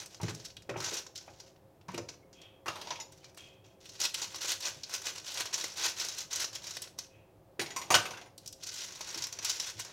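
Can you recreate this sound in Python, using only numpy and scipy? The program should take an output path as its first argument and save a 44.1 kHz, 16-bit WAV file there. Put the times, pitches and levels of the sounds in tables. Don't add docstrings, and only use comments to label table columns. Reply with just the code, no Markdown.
import sys
import numpy as np
from scipy import signal
from scipy.fft import rfft, irfft, next_fast_len
from scipy.io import wavfile

SR = 44100
rng = np.random.default_rng(int(sys.argv[2]) if len(sys.argv) > 2 else 0)


def unload_audio(sound):
    columns = np.transpose(np.atleast_2d(sound))
    steps = np.round(np.clip(columns, -1, 1) * 32767)
    wavfile.write(sys.argv[1], SR, steps.astype(np.int16))


N = 437472

# t/s, level/dB, relative dull body/dB, relative crisp top/dB, f/Hz
SNAPS = [(0.0592, -34.5, -18, -11, 6050), (0.145, -38, -15, -22, 6190), (0.2139, -39, -18, -11, 5060),
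         (0.2304, -30.5, -25, -17, 5790), (0.2816, -35, -1, -28, 5280), (0.347, -33, -28, -13, 6090),
         (0.398, -40, -17, -31, 4830), (0.451, -32, -42, -18, 5780), (0.5014, -40, -14, -28, 4210),
         (0.5668, -29.5, -30, -22.5, 3050), (0.621, -42.5, -13, -16, 5450), (0.6937, -36, 3, -43, 2510),
         (0.7746, -51, -4, -23, 3070), (0.8026, -27.5, -9, -19, 4930), (0.843, -21, -26, -28, 6030),
         (0.8845, -26, -18, -37, 6130), (0.9373, -28, -28, -18, 6350), (0.9684, -27, -31, -30, 6290),
         (1.065, -33, -12, -24, 6030), (1.1573, -35, -35, -36, 5150), (1.176, -32, -45, -19, 5820),
         (1.3993, -34.5, -18, -24, 5740), (1.5604, -54, -6, -25, 3240), (1.8117, -46.5, -14, -29, 2670),
         (1.883, -42, -36, -19, 5480), (1.944, -29.5, -16, -19, 2590), (1.9776, -25, -9, -21, 5610),
         (2.088, -32, -14, -25, 5400), (2.139, -50, -1.5, -22, 6030), (2.3285, -43.5, -13, -21, 5960),
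         (2.4154, -39.5, -20, -20, 3200), (3.1213, -52, -29, -5, 6340), (3.1747, -54, -12, -12, 6100),
         (3.243, -38.5, -14, -27, 4910), (3.2914, -53, -15, -26, 3020), (3.3457, -50, -9, -9, 5570),
         (3.3738, -44.5, 0, -4.5, 3230), (3.641, -52, -18, -26, 2750), (3.8556, -37.5, -18, -19, 3010),
         (3.8916, -33.5, -20, -21, 5510), (3.9517, -42, -10, -29, 4120), (4.0013, -24.5, -36, -16, 6350),
         (4.0136, -20, -25, -25, 6350), (4.0513, -15.5, -22, -20, 2960), (4.1428, -17, -30, -17, 3660),
         (4.217, -25.5, -15.5, -32, 5830), (4.3445, -29.5, -14, -24, 4600), (4.3576, -28.5, -17, -15, 4450),
         (4.4164, -30, -32, -25, 4430), (4.4454, -31.5, -7, -17, 3500), (4.518, -23.5, -40, -11, 4460),
         (4.6044, -33, -26, -11, 4570), (4.6243, -28, -29, -24, 3850), (4.6533, -22, -34, -27, 6200),
         (4.8335, -24.5, -40, -25, 4600), (4.8948, -34.5, -9.5, -14, 6290),
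         (4.938, -20.5, -17.5, -16, 5900), (5.017, -31, -15, -15, 6970), (5.0546, -33, -22, -18, 6010),
         (5.1803, -32, -16, -22, 5250), (5.2609, -47, -12, -13, 3990), (5.3416, -28.5, -31, -13, 5700),
         (5.372, -29, -14, -26, 4000), (5.4051, -16.5, -21.5, -18.5, 2510), (5.456, -25, -16.5, -21, 3960),
         (5.5404, -16.5, -35, -23, 6230), (5.6096, -27, -21, -21, 5010), (5.6407, -25, -8, -18, 6160),
         (5.7189, -36.5, -24, -36, 5830), (5.8577, -31, -15, -7, 6420), (5.998, -28, -28, -15, 6130),
         (6.0485, -29.5, -16, -13, 5600), (6.085, -26.5, -20, -17, 5650), (6.123, -36, -33, -25, 5970),
         (6.183, -25.5, -33.5, -14.5, 5970), (6.2045, -25.5, -29, -20, 6420), (6.31, -32, -28, -23, 4570),
         (6.329, -19.5, -29, -20, 6860), (6.358, -21.5, -30, -14, 5770), (6.402, -26, -24, -13, 5710),
         (6.4425, -19, -17, -25, 5830), (6.5295, -32.5, -14.5, -18, 5910), (6.5512, -27.5, -26, -17, 5840),
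         (6.641, -34, -13, -18, 4450), (6.669, -34, -17, -17, 5590), (6.708, -32, -27, -17, 5730),
         (6.7675, -25, -7.5, -16, 3890), (6.8192, -28.5, -23, -6.5, 5500), (6.8733, -38, -10, -31, 3940),
         (6.987, -23.5, -19, -17.5, 6060), (8.3784, -35.5, -28, -8.5, 4490),
         (8.4598, -33.5, -35, -14, 5940), (8.4754, -28, -36, -13, 5970), (8.526, -32.5, -36, -12.5, 5620),
         (8.635, -30.5, -44, -16, 5990), (8.6687, -29.5, -39, -15, 5990), (8.688, -32, -35, -21, 6180),
         (8.739, -35, -34, -13, 6170), (8.9216, -38, -15, -21, 6500), (8.956, -37, -25, -15, 5890),
         (9.0075, -30, -9, -22, 6040), (9.0593, -54, -32, -37, 5640), (9.0895, -33, -23, -34, 5960),
         (9.1436, -31, -15, -22, 5220), (9.175, -28, -16, -17, 5030), (9.2209, -23.5, -29, -23, 6460),
         (9.239, -19.5, -26, -22, 5300), (9.2683, -29, -15, -13, 5170), (9.3258, -25, -29, -16.5, 6210),
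         (9.3877, -27.5, -11.5, -22, 5700), (9.4466, -22.5, -22, -10.5, 5730), (9.495, -20, -42, -19, 5770),
         (9.5557, -36, -25, -29, 5830), (9.5984, -21.5, -20, -19, 5260), (9.6699, -38, -24, -19, 5560),
         (9.7971, -31.5, -9.5, -9, 6380), (9.848, -33, -18, -18, 6290)]
# t/s, swell/s, level/dB, swell/dB, relative dull body/dB
SQUEEZES = [(0, 0.0062, -40, -34, -2.5), (.1, 0.076, -52.5, 2, -14), (.21, 0.095, -43.5, 11, -0.5),
            (.33, 0.097, -53, 9, -13), (.44, 0.021, -45.5, -2, -16), (.69, 0.013, -52.5, -21, -5),
            (.76, 0.11, -33, 20.5, -7), (.87, 0.098, -34, 8.5, -6), (1.15, 0.0087, -41, -4, -27),
            (1.2, 0.19, -61.5, -5, -7), (1.395, 0.087, -57, 11, -7), (1.88, 0.07, -49, 8, 3),
            (2.08, .01, -48, 14, -5), (2.33, 0.11, -68, -2, -10), (3.11, 0.014, -57, 17, -5),
            (3.16, 0.13, -59.5, 6, -6), (3.366, 0.17, -67.5, -18, -20), (3.64, .1, -74, -11, -14),
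            (3.8, .18, -53, 5.5, -12), (3.99, 0.055, -28.5, 12.5, -9), (4.135, 0.11, -35, 7, -7.5),
            (4.3, .09, -45.5, 6, -7.5), (4.4, 0.067, -30, 10.5, -10), (4.47, 0.035, -25, 9.5, -10),
            (4.6, 0.071, -31, 15, -7), (4.74, 0.1, -56.5, -4, -7), (4.83, .12, -33.5, 38, -7),
            (5, 0.073, -29.5, 37, -6.5), (5.15, 0.05, -43, 0, -10), (5.24, 0.075, -39, 1.5, -9.5),
            (5.345, 0.061, -32.5, 6, -3.5), (5.44, 0.11, -51.5, -5, -1.5), (5.525, 0.016, -32.5, -6, -6.5),
            (5.57, .17, -47.5, -10, -7.5), (5.755, 0.11, -24, 17, -7.5), (5.96, .05, -28.5, 17.5, -8.5),
            (6.04, 0.19, -44.5, -4, -8.5), (6.3, 0.12, -32, 9.5, -8), (6.52, 0.038, -39.5, 28, -8),
            (6.61, 0.098, -41, 9, -7.5), (6.73, 0.024, -43, 19, -16), (6.81, 0.026, -45, 6, -9),
            (6.975, 0.06, -51, 1, -15.5), (8.38, 0.066, -56.5, 23, -9.5), (8.56, .06, -56, 18, -23),
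            (8.622, .23, -37.5, 9.5, -13.5), (8.88, .31, -41, 6, -5.5), (9.2, 0.044, -47, 9, -1),
            (9.26, 0.044, -56, 5, 0), (9.32, 0.12, -48, 4, -1.5), (9.42, 0.082, -29.5, 16, -12.5),
            (9.53, 0.16, -34.5, 14, -9), (9.76, 0.037, -37, 25, -10), (9.85, 0.056, -51.5, 2, 1.5)]
# f/Hz, level/dB
FILM_SPECTRUM = [(710, -47), (1200, -16.5), (1490, -5), (1770, -11), (2040, -5.5), (2270, -11.5),
                 (2480, -5), (4450, -1), (4910, -2.5), (5780, 1.5), (7100, -4.5), (8720, -13.5),
                 (12700, -18.5), (16000, -24.5)]
# f/Hz, level/dB
BODY_SPECTRUM = [(150, -38), (250, -79), (292, -6), (515, -0.5), (612, -3), (1050, 3), (1200, -2),
                 (2500, -0.5), (3250, -13), (5500, -120)]
# f/Hz, level/dB
DRONE_SPECTRUM = [(25, -49.5), (33, -43), (55, -12.5), (104, -8), (200, -10), (225, -22), (285, -14.5),
                  (450, -15), (630, -14.5), (820, -17.5), (1120, -23.5), (1350, -28.5), (1700, -31),
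                  (4000, -38), (9000, -42), (16000, -39.5)]
# f/Hz, bandwidth/Hz, level against the drone/dB
HOUSING_MODES = [(105, 8.5, -5.5), (310, 33, -9.5), (378, 15, -7), (534.4, 5.8, -6), (661, 20, -12.5)]
# t/s, thud level/dB, thud f/Hz, knock level/dB, knock f/Hz
BUMPS = [(0.2, -38, 88, -37, 880), (0.231, -23.5, 176, -31.5, 437), (0.282, -36, 103, -35, 418),
         (0.691, -65, 387, -29, 517), (0.709, -36, 121, -37.5, 547), (0.74, -54, 357, -38, 1310),
         (0.759, -33, 377, -29.5, 860), (0.818, -52, 293, -35.5, 1310), (0.92, -55, 278, -35.5, 465),
         (1.279, -58, 155, -40.5, 775), (1.884, -36, 184, -34.5, 1000), (1.939, -34, 346, -36.5, 447),
         (1.979, -42, 338, -30.5, 516), (2.02, -57, 99.6, -58, 550), (2.678, -47, 302, -47, 600),
         (2.929, -52, 308, -61, 600), (4.761, -47, 105, -52, 596), (7.592, -34.5, 353, -31, 406),
         (7.906, -33, 356, -19, 754), (7.942, -32.5, 103, -14.5, 1510), (9.16, -42, 338, -53, 500),
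         (9.755, -42.5, 105, -68, 503)]
# f/Hz, level/dB
RUMBLE_SPECTRUM = [(60, -43.5), (100, 14.5), (160, 2.5), (250, -6.5), (340, -2), (500, -47)]
# t/s, level/dB, f/Hz
CHIRPS = [(2.225, -63, 2160), (2.99, -42, 880), (3.21, -63, 3030), (3.23, -57, 2350), (7.763, -32, 1043),
          (8.14, -45, 2705)]
# t/s, swell/s, lower band level/dB, swell/dB, relative upper band/dB
SQUEAKS = [(2.34, .1, -62, 14, 5.5), (3.38, 0.15, -69.5, -11, 3.5), (3.64, 0.017, -71.5, 0, -2),
           (7.1, 0.052, -64.5, 11, -12)]
# f/Hz, bandwidth/Hz
SQUEAK_BANDS = [(2560, 210), (3250, 95)]
# t/s, level/dB, clank f/Hz, knock level/dB, knock f/Hz, relative blade ring/dB, relative tick/dB
CLANKS = [(2.6589, -38.5, 1950, -32.5, 1150, -22.5, -20), (2.6816, -23.5, 2740, -30, 1230, -45.5, -24),
          (2.7563, -39, 3630, -38, 1020, -32, -17), (2.8135, -32, 4000, -49, 1090, -45, -22),
          (2.872, -35, 5700, -41, 930, -33, -33), (2.9058, -22, 5960, -32.5, 980, -50, -54),
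          (2.957, -34.5, 2350, -60, 950, -32, -36), (3.0005, -33.5, 5400, -85, 850, -18, -34),
          (7.595, -18.5, 1970, -37, 1720, -29.5, -25), (7.6144, -26.5, 3950, -36.5, 780, -36, -15),
          (7.6606, -29, 2150, -56, 926, -35, -29), (7.705, -32, 1970, -52, 1520, -32, -29),
          (7.7624, -29, 6650, -36.5, 1060, -13.5, -26.5), (7.8154, -29, 2080, -41, 930, -31, -22),
          (7.9041, -14.5, 6270, -21, 1174, -34, -20), (7.9195, -22, 6800, -25.5, 705, -27.5, -16),
          (7.942, -6, 2870, -26, 1610, -35, -33), (7.9509, -15, 3150, -25, 742, -44, -14),
          (7.988, -31, 5700, -39, 1570, -37, -26), (8.0543, -26.5, 2650, -34.5, 1180, -33, -21),
          (8.107, -33.5, 6100, -40, 920, -36, -21), (8.136, -47, 2800, -40, 1480, -39, -23),
          (8.1726, -39.5, 3420, -44, 1580, -24, -27), (8.2136, -37.5, 2750, -45.5, 686, -37, -25),
          (8.259, -51, 2560, -50, 721, -24, -24)]
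# t/s, swell/s, scrape level/dB, swell/dB, relative hollow handle/dB
DRAGS = [(2.66, 0.27, -52.5, 2.5, -1), (7.66, 0.47, -54.5, 5.5, 1)]
BLADE_HZ = [2110, 2400, 2700, 2950, 3270, 3860, 4050, 4600, 5150, 5870, 6050, 6550, 6830, 7200, 8240, 8990,
            9560, 10250, 11250, 12480, 14170]
# level/dB, T60 before scaling/s
BLADE_RING = [(-2, 0.032), (-7.5, .05), (-5, 0.026), (-24, 0.056), (-13.5, 0.088), (-13, 0.036),
              (-21, 0.026), (-7.5, 0.079), (-4, 0.085), (6, 0.024), (-20, 0.042), (-33, 0.038),
              (5.5, 0.056), (-6.5, 0.066), (-8, 0.17), (-25.5, .06), (-5, 0.072), (-16.5, .07),
              (-11, 0.032), (-10, 0.15), (-15.5, .06)]
# f/Hz, level/dB
CLATTER_SPECTRUM = [(700, -25), (1300, -14.5), (2500, -4.5), (3200, -2.5), (5000, -3.5), (6800, -6),
                    (7600, -28), (16000, -64)]
# f/Hz, level/dB
TICK_SPECTRUM = [(6500, -35), (7500, 10), (11000, 3), (16000, -1)]
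# f/Hz, T60/s
KITCHEN_T60 = [(100, 0.23), (300, 0.68), (1000, 0.35), (5000, 0.31), (14000, 0.31)]


def amp(db):
    return 10 ** (np.asarray(db) / 20)


def rms_one(x):
    return x / np.sqrt(np.mean(x ** 2) + 1e-20)


def at_hz(points, hz):
    frequencies, values = np.transpose(points)
    return np.interp(np.log(hz + 1), np.log(frequencies), values)


def coloured(spectrum):
    size = next_fast_len(N)
    gain = amp(at_hz(spectrum, np.fft.rfftfreq(size, 1 / SR)))
    return rms_one(irfft(rfft(rng.standard_normal(size)) * gain, size)[:N])


def impulses(times, db):
    out = np.full(N, 1e-18)
    np.add.at(out, (np.asarray(times) * SR).astype(int), amp(db))
    return out


def decays(times, db, t60, rise_s=0.00028):
    rise, fall = np.exp(-1 / (rise_s * SR)), amp(-60 / (t60 * SR))
    return signal.lfilter([1 - rise], np.convolve([1, -rise], [1, -fall]), impulses(times, db))


def swells(rows, fade_db_per_s):
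    main, companion = np.zeros(N), np.zeros(N)
    now = np.arange(SR) / SR
    onset = np.minimum(now / 0.0092, 1)
    for start, swell_s, level_db, swell_db, relative_db in rows:
        db = np.where(now < swell_s, swell_db * (now / swell_s - 1), fade_db_per_s * (swell_s - now))
        first = int(start * SR)
        gain = (amp(level_db + db) * onset)[:N - first]
        main[first:first + SR] += gain
        companion[first:first + SR] += amp(relative_db) * gain
    return main, companion


def resonate(x, hz, t60):
    r, w = amp(-60 / (t60 * SR)), 2 * np.pi * hz / SR
    return signal.lfilter([0, np.sin(w)], [1, -2 * r * np.cos(w), r * r], x)


def narrow_noise(hz, width_hz):
    return rms_one(resonate(rng.standard_normal(N), hz, np.log(1000) / (np.pi * width_hz)))


def struck_notes(times, db, hz, ring_s, rattle_s):
    out, now = np.zeros(N + SR), np.arange(SR // 3) / SR
    for s, level_db, pitch_hz in zip(times, db, hz):
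        force = (now == 0) + 0.12 * rng.standard_normal(len(now)) * amp(-60 * now / rattle_s)
        note, start = resonate(force, pitch_hz, ring_s), int(s * SR)
        out[start:start + len(now)] += amp(level_db) * note / np.abs(note).max()
    return out[:N]


def pouch(creases_per_s=800):
    motion, dull_motion = swells(SQUEEZES, fade_db_per_s=342.5)
    crease_at = np.flatnonzero(rng.random(N) < creases_per_s / SR) / SR
    size_db = 0.85 * np.minimum(rng.exponential(1, len(crease_at)), 3.5)
    snap_at, snap_db, body_db, top_db, pitch_hz = np.transpose(SNAPS)
    film = rfft(coloured(FILM_SPECTRUM))
    edges_hz = [1, 2200, 2900, 3700, 4700, 5900, 7400, SR]
    hz, out = np.fft.rfftfreq(N, 1 / SR), 0
    for low, high in zip(edges_hz, edges_hz[1:]):
        band = irfft(film * (hz >= low) * (hz < high), N)
        crease_db = size_db + 4.3 * rng.standard_normal(len(crease_at))
        if high < SR:
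            octaves_off = np.abs(np.log2(np.sqrt(max(low, 1600) * high) / pitch_hz))
            crackle = amp(-4) * motion * rms_one(decays(crease_at, crease_db, t60=0.041))
            snaps = decays(snap_at, snap_db - 5 - 12.1 * octaves_off, t60=0.045, rise_s=0.0015)
        else:
            band = rms_one(band)
            crackle = amp(-16) * motion * rms_one(decays(crease_at, crease_db, t60=0.026, rise_s=0.0002))
            snaps = decays(snap_at, snap_db + top_db - 1, t60=0.033)
        out = out + band * (crackle + snaps)
    dull_crackle = amp(-7) * dull_motion * rms_one(decays(crease_at, size_db, t60=0.087))
    dull_snaps = decays(snap_at, snap_db + body_db - 2, t60=0.027)
    return out + coloured(BODY_SPECTRUM) * (dull_crackle + dull_snaps)


def appliance_hum(waver_hz=4.9, waver_db=1.9):
    pole = np.exp(-2 * np.pi * waver_hz / SR)
    slow_noise = signal.lfilter([1], [1, -2 * pole, pole * pole], rng.standard_normal(N + SR))
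    bass_gain = amp(waver_db * rms_one(slow_noise[SR:]))
    drone = coloured(DRONE_SPECTRUM)
    bass = signal.sosfilt(signal.butter(2, 300, fs=SR, output="sos"), drone)
    housing = sum(amp(db) * narrow_noise(hz, width_hz) for hz, width_hz, db in HOUSING_MODES)
    return amp(-63.5) * (drone + bass * (bass_gain - 1) + housing)


def box_bumps():
    at, thud_db, thud_hz, knock_db, knock_hz = np.transpose(BUMPS)
    thud = struck_notes(at, thud_db - 4.5, thud_hz, ring_s=0.11, rattle_s=0.047)
    rumble = decays(at, thud_db - 12.5, t60=0.39, rise_s=0.0062) * coloured(RUMBLE_SPECTRUM)
    rustle = decays(at, knock_db - 9.5, t60=0.064, rise_s=0.0024) * coloured(BODY_SPECTRUM)
    knock = struck_notes(at, knock_db - 2.5, knock_hz, ring_s=0.019, rattle_s=0.17)
    return thud + rumble + rustle + knock


def squeaks():
    lower, upper = [narrow_noise(hz, width_hz) for hz, width_hz in SQUEAK_BANDS]
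    lower_gain, upper_gain = swells(SQUEAKS, fade_db_per_s=127)
    chirps = struck_notes(*np.transpose(CHIRPS), ring_s=0.05, rattle_s=0.22)
    return lower * lower_gain + upper * upper_gain + chirps


def blades(at, blow_db, tick_db, scrape, rattles_per_s=1600):
    ring, t60_scale = 0, 0.6
    scatter_db = 4.5 * rng.standard_normal((len(at), len(BLADE_HZ)))
    for k, (hz, (level_db, t60)) in enumerate(zip(BLADE_HZ, BLADE_RING)):
        is_low = hz < 8000
        contact_db = blow_db + scatter_db[:, k] + (0 if is_low else tick_db + 21.5)
        flurry = rng.standard_normal(N) * (rng.random(N) < rattles_per_s / SR)
        blows = impulses(at, contact_db) + decays(at, contact_db, t60=0.13) * flurry
        friction = is_low * amp(-54) * scrape * rng.standard_normal(N)
        ring = ring + amp(level_db) * resonate(blows + friction, hz, t60_scale * t60)
    return ring


def scissors():
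    at, level_db, clank_hz, knock_db, knock_hz, ring_db, tick_db = np.transpose(CLANKS)
    scrape, handle_gain = swells(DRAGS, fade_db_per_s=126)
    ring = blades(at, level_db + ring_db, tick_db, scrape)
    contacts = decays(at, level_db - 25.5, t60=0.013) + decays(at, level_db - 14, t60=0.09)
    clatter = (contacts + amp(-2) * scrape) * coloured(CLATTER_SPECTRUM)
    tick = (decays(at, level_db + tick_db, t60=0.057) + amp(-16) * scrape) * coloured(TICK_SPECTRUM)
    clank = struck_notes(at, level_db - 10, clank_hz, ring_s=0.02, rattle_s=0.09)
    handles = handle_gain * rms_one(resonate(rng.standard_normal(N), hz=820, t60=0.006))
    knock_noise = decays(at, knock_db - 6, t60=0.091, rise_s=0.0054) * coloured(BODY_SPECTRUM)
    knock_note = struck_notes(at, knock_db - 0.5, knock_hz, ring_s=0.023, rattle_s=0.11)
    return ring + clatter + tick + clank + handles + knock_noise + knock_note


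def kitchen(x):
    now, echoes = np.arange(SR // 2) / SR, 0
    for low in 60 * 2. ** np.arange(8):
        octave = signal.butter(2, [low, 2 * low], "band", fs=SR, output="sos")
        band = signal.sosfilt(octave, rng.standard_normal(len(now)))
        echoes = echoes + band * amp(-60 * now / at_hz(KITCHEN_T60, low * np.sqrt(2)))
    echoes = echoes * np.minimum(now / 0.0031, 1)
    return signal.fftconvolve(x, echoes / np.linalg.norm(echoes))[:N]


def scene():
    direct = pouch() + box_bumps() + scissors() + squeaks()
    low_cut = signal.butter(3, 85, "high", fs=SR, output="sos")
    direct = signal.sosfilt(low_cut, direct)
    return (direct + amp(-10.5) * kitchen(direct) + appliance_hum())[None]


def record(dry):
    return signal.sosfilt(signal.cheby2(20, 60, 16250, fs=SR, output="sos"), dry)


dry = scene()
out = record(dry)
unload_audio(out)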